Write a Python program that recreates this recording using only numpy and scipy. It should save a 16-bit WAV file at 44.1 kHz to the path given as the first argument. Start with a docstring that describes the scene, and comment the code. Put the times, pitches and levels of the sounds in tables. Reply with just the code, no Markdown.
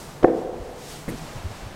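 """A stairwell with hard plastered walls, where someone walks along the wooden floor.
Clothing swishes with each stride over steady room hiss, and a few low bumps reach the microphone.
One heavy footfall scuffs, then knocks a dull thud out of the boards that rings on in the stairwell.
A softer step follows."""
import sys
import numpy as np
from scipy import signal
from scipy.fft import rfft, irfft
from scipy.io import wavfile

SR = 44100
rng = np.random.default_rng(int(sys.argv[2]) if len(sys.argv) > 2 else 0)


def wrap_up_sound(samples):
    """Save the sound to the file named by the first command line argument, as 16-bit audio."""
    columns = np.atleast_2d(samples).T
    # keep every value between -1 and 1, then stretch to whole-number steps
    tamed = np.clip(columns, -1, 1)
    steps = np.round(tamed * 32767).astype(np.int16)
    wavfile.write(sys.argv[1], SR, steps)


N = 77175
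TIME_S = np.arange(N) / SR
FREQ_HZ = np.maximum(np.fft.rfftfreq(N, 1 / SR), 1)


def from_db(db):
    """Decibels to gain."""
    return 10 ** (np.asarray(db) / 20)


def unit_rms(x):
    """Scale to rms 1."""
    return x / np.sqrt(np.mean(x ** 2) + 1e-20)


def gain_curve(rows):
    """Gain per sample from (time_s, level_db) rows."""
    return from_db(np.interp(TIME_S, *np.transpose(rows)))


def noise(spectrum):
    """Noise of rms 1 shaped by (freq_hz, relative_db) rows, rolled off beyond both ends."""
    hz, db = np.transpose(spectrum)
    colour = from_db(np.interp(np.log(FREQ_HZ), np.log(hz), db))
    skirts = np.minimum(FREQ_HZ / hz[0], 1) ** 2 * np.minimum(hz[-1] / FREQ_HZ, 1) ** 2
    return unit_rms(irfft(rfft(rng.standard_normal(N)) * skirts * colour, N))


def butter(x, hz, kind, order):
    """Butterworth filter."""
    return signal.sosfilt(signal.butter(order, hz, kind, fs=SR, output="sos"), x + 1e-18)


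def decay(start_s, t60_s, build_s=1e-6):
    """Envelope with exponential build-up and decay."""
    age_s = np.maximum(TIME_S - start_s, 0)
    return (1 - np.exp(-age_s / build_s)) * np.exp(-np.log(1000) * age_s / t60_s)


def swell(start_s, length_s, rise_share):
    """Envelope with quarter-sine rise and fall."""
    corners_s = [start_s, start_s + rise_share * length_s, start_s + length_s]
    return np.sin(np.pi / 2 * np.interp(TIME_S, corners_s, [0, 1, 0]))


def sine(start_s, pitch_hz):
    """Sine with zero phase at start_s."""
    return np.sin(2 * np.pi * pitch_hz * (TIME_S - start_s))


def strike(contacts, modes):
    """Each contact rings all modes of the wood; the soft sole cuts the treble steeply."""
    sound = np.zeros(N)
    for start_s, level_db, lowpass_hz in contacts:
        ring = sum(from_db(db) * sine(start_s, hz) * decay(start_s, t60_s) for hz, db, t60_s in modes)
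        sound += from_db(level_db) * butter(ring, lowpass_hz, "low", order=5)
    return sound


# Hiss and rumble of the building: freq_hz, relative_db
AIR_SPECTRUM = [(25, 8), (45, -3), (70, -2.5), (110, -4.5), (150, -2), (210, -5), (400, -7), (800, -7),
                (1300, -13.5), (2500, -22), (6000, -33.5), (15500, -41.5)]
# Drift of the hiss and rumble: time_s, relative_db
AIR_DRIFT = [(0, 1), (.5, -1.5), (.85, -0.5), (1.05, -0.5), (1.3, 3), (1.75, 1)]
# Drone envelope: time_s, level_db
DRONE_ENVELOPE = [(0, -43), (.2, -45.5), (.5, -65), (.8, -55), (1.0, -52), (1.3, -55), (1.75, -57)]
AIR_DB, DRONE_HZ, DRONE_WIDTH_HZ = -41, 145.8, 3.7


def room_air():
    """The building's air hisses and rumbles; one narrow resonance gives a wavering drone."""
    resonance = 1 / (1 + ((FREQ_HZ - DRONE_HZ) / (DRONE_WIDTH_HZ / 2)) ** 2)
    drone = unit_rms(irfft(rfft(rng.standard_normal(N)) * resonance, N))
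    hiss = from_db(AIR_DB) * noise(AIR_SPECTRUM)
    return gain_curve(AIR_DRIFT) * hiss + gain_curve(DRONE_ENVELOPE) * drone


# Cloth friction: freq_hz, relative_db
CLOTH_SPECTRUM = [(900, -4.5), (2000, -0.5), (3500, 0), (5500, -1), (8500, -3), (9800, -7), (12500, -10),
                  (15500, -15.5)]
# Swish envelope: time_s, level_db
SWISH_ENVELOPE = [(0, -45.5), (.11, -50), (.2, -53.5), (.31, -58.5), (.38, -52), (.51, -58.5), (.62, -53.5),
                  (.74, -53.5), (.83, -46), (.915, -41), (1.0, -46), (1.07, -49), (1.14, -47.5),
                  (1.19, -46), (1.33, -47), (1.47, -50), (1.57, -47.5), (1.75, -53)]
# Swish brightness, as treble boost and equal bass cut: time_s, tilt_db
SWISH_TILT = [(0, 4.5), (.5, -3), (.9, .5), (1.1, 0.5), (1.3, -2.5), (1.75, -5.5)]
TILT_PIVOT_HZ = 5000


def clothing():
    """Cloth rubs in time with the stride, shifting a little in brightness."""
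    rub = noise(CLOTH_SPECTRUM)
    lows = irfft(rfft(rub) / (1 + (FREQ_HZ / TILT_PIVOT_HZ) ** 2), N)
    highs = rub - lows
    tilt = gain_curve(SWISH_TILT)
    return gain_curve(SWISH_ENVELOPE) * (lows / tilt + highs * tilt)


# Friction bursts: start_s, length_s, level_db, low_hz, high_hz
SCUFF_BURSTS = [(0.2266, 0.015, -20.5, 132, 740), (0.228, 0.011, -34.5, 1010, 2550),
                (0.229, 0.011, -46.5, 3000, 6000), (1.08, 0.023, -39, 1700, 2270),
                (1.081, 0.033, -45, 5970, 13900), (1.17, .024, -49.5, 4000, 7500)]


def scuffs():
    """Sole and cloth rub in short bursts of band noise."""
    sound = np.zeros(N)
    for start_s, length_s, level_db, low_hz, high_hz in SCUFF_BURSTS:
        friction = unit_rms(butter(rng.standard_normal(N), [low_hz, high_hz], "band", order=3))
        sound += from_db(level_db) * swell(start_s, length_s, rise_share=0.38) * friction
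    return sound


# Low bumps: start_s, length_s, pitch_hz, level_db
LOW_BUMPS = [(0.229, 0.025, 55, -20.5), (0.587, 0.054, 44, -32), (0.593, .035, 80, -35),
             (1.109, 0.071, 37.8, -38), (1.17, 0.077, 161, -33), (1.35, 0.025, 126, -28),
             (1.368, 0.046, 78, -34), (1.439, 0.038, 82, -22), (1.478, 0.06, 109.6, -33.5),
             (1.614, 0.043, 43.4, -29.5), (1.64, 0.047, 102, -32)]


def bumps():
    """Walking and handling give bumps of a few slow cycles each, without a click."""
    return sum(from_db(level_db) * swell(start_s, length_s, rise_share=0.67) * sine(start_s, pitch_hz)
               for start_s, length_s, pitch_hz, level_db in LOW_BUMPS)


# Sole contacts of the heavy footfall: start_s, level_db, lowpass_hz
HEAVY_CONTACTS = [(0.2417, -8.5, 1270), (0.2447, 3.5, 1370), (0.2558, -19.5, 860)]
# Modes of the struck board: pitch_hz, relative_db, t60_s
BOARD_MODES = [(255, -33, .012), (357.5, -11, 0.053), (414, -2.5, 0.031), (501, -4.5, 0.06),
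               (666, -9, 0.039), (734.5, -10, 0.056), (1130, -18.5, 0.023), (1380, -10, 0.0089),
               (1720, -5.5, 0.0083), (1810, -19, 0.068)]


def heavy_footfall():
    """Three quick sole contacts knock one dull thud out of the board."""
    return strike(HEAVY_CONTACTS, BOARD_MODES)


# Diffuse echo of the thud: freq_hz, early_relative_db, late_relative_db
ECHO_SPECTRA = [(60, -31, -34), (130, -10, -19.5), (205, -6, -15.5), (284, -3, -9), (456, 7, -5.5),
                (620, -4, -15), (726, -2, -11), (1040, -17.5, -25.5), (1940, -23.5, -45.5),
                (3180, -45.5, -68)]
# Strongest standing waves of the stairwell: pitch_hz, level_db, t60_s
STANDING_WAVES = [(173.3, -46, 1.35), (271, -31, 0.66), (329.6, -17.5, 0.49), (403, -42, 0.5),
                  (411.6, -28.5, 1.07), (457, -32, 0.21), (494, -29, 1.56), (519.7, -26.5, 1.16),
                  (572, -35, 1.5), (680, -36.5, 1.3), (741, -32.5, 0.78), (752, -31, 1.06),
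                  (893, -48, 0.96)]
EARLY_DB, EARLY_T60_S, LATE_DB, LATE_T60_S = -18, 0.32, -25.5, 1.69
ECHO_DELAY_S, ECHO_BUILD_S = 0.010915, 0.006


def stairwell_echo():
    """The walls return the thud as dense early echoes, a long dull tail and standing waves."""
    start_s = HEAVY_CONTACTS[-1][0] + ECHO_DELAY_S
    early_noise = noise([(hz, db) for hz, db, _ in ECHO_SPECTRA])
    late_noise = noise([(hz, db) for hz, _, db in ECHO_SPECTRA])
    early = from_db(EARLY_DB) * early_noise * decay(start_s, EARLY_T60_S, ECHO_BUILD_S)
    late = from_db(LATE_DB) * late_noise * decay(start_s, LATE_T60_S, ECHO_BUILD_S)
    waves = sum(from_db(level_db) * sine(start_s, pitch_hz) * decay(start_s, t60_s, build_s=0.0074)
                for pitch_hz, level_db, t60_s in STANDING_WAVES)
    return early + late + waves


# Sole contacts of the soft step: start_s, level_db, lowpass_hz
SOFT_CONTACTS = [(1.0805, -20.5, 3200), (1.0852, -18, 1380), (1.0910, -28, 1000), (1.0968, -31, 930),
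                 (1.117, -35, 610)]
# Modes of the flexing floor: pitch_hz, relative_db, t60_s
FLOOR_MODES = [(164, -3.5, 0.062), (264.6, -10, 0.058), (322, -10.5, 0.052), (482, -6.5, 0.041),
               (694, -18, .04), (1110, -17, 0.013), (1700, -14.5, .06)]
# Echo of the soft step: freq_hz, relative_db
STEP_ECHO_SPECTRUM = [(80, -13), (160, 14), (330, 6.5), (700, -11), (2000, -16.5), (5000, -26)]
STEP_ECHO_DB, STEP_ECHO_T60_S = -26, 0.44


def soft_step():
    """The other foot rolls onto the floor and flexes it, with a faint echo."""
    start_s = SOFT_CONTACTS[0][0]
    echo = noise(STEP_ECHO_SPECTRUM) * decay(start_s, STEP_ECHO_T60_S, ECHO_BUILD_S)
    return strike(SOFT_CONTACTS, FLOOR_MODES) + from_db(STEP_ECHO_DB) * echo


def scene():
    """All sources summed to mono."""
    footsteps = heavy_footfall() + stairwell_echo() + soft_step() + scuffs()
    return (footsteps + bumps() + clothing() + room_air())[None]


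OVERLOAD_CEILING, DISTORTION_LOWPASS_HZ, CUTOFF_HZ = 0.95, 2320, 15800


def record(dry):
    """A slight overload rounds off the thud's peaks; a steep low-pass cuts the top treble."""
    saturated = OVERLOAD_CEILING * dry / (OVERLOAD_CEILING ** 6 + dry ** 6) ** (1 / 6)
    excess = dry - saturated
    distortion_lowpass = signal.butter(2, DISTORTION_LOWPASS_HZ, fs=SR, output="sos")
    rounded = dry - signal.sosfiltfilt(distortion_lowpass, excess + 1e-18)
    top_cut = signal.ellip(12, 0.1, 80, CUTOFF_HZ, fs=SR, output="sos")
    return signal.sosfilt(top_cut, np.clip(rounded, -1, 1))


dry = scene()
out = record(dry)
wrap_up_sound(out)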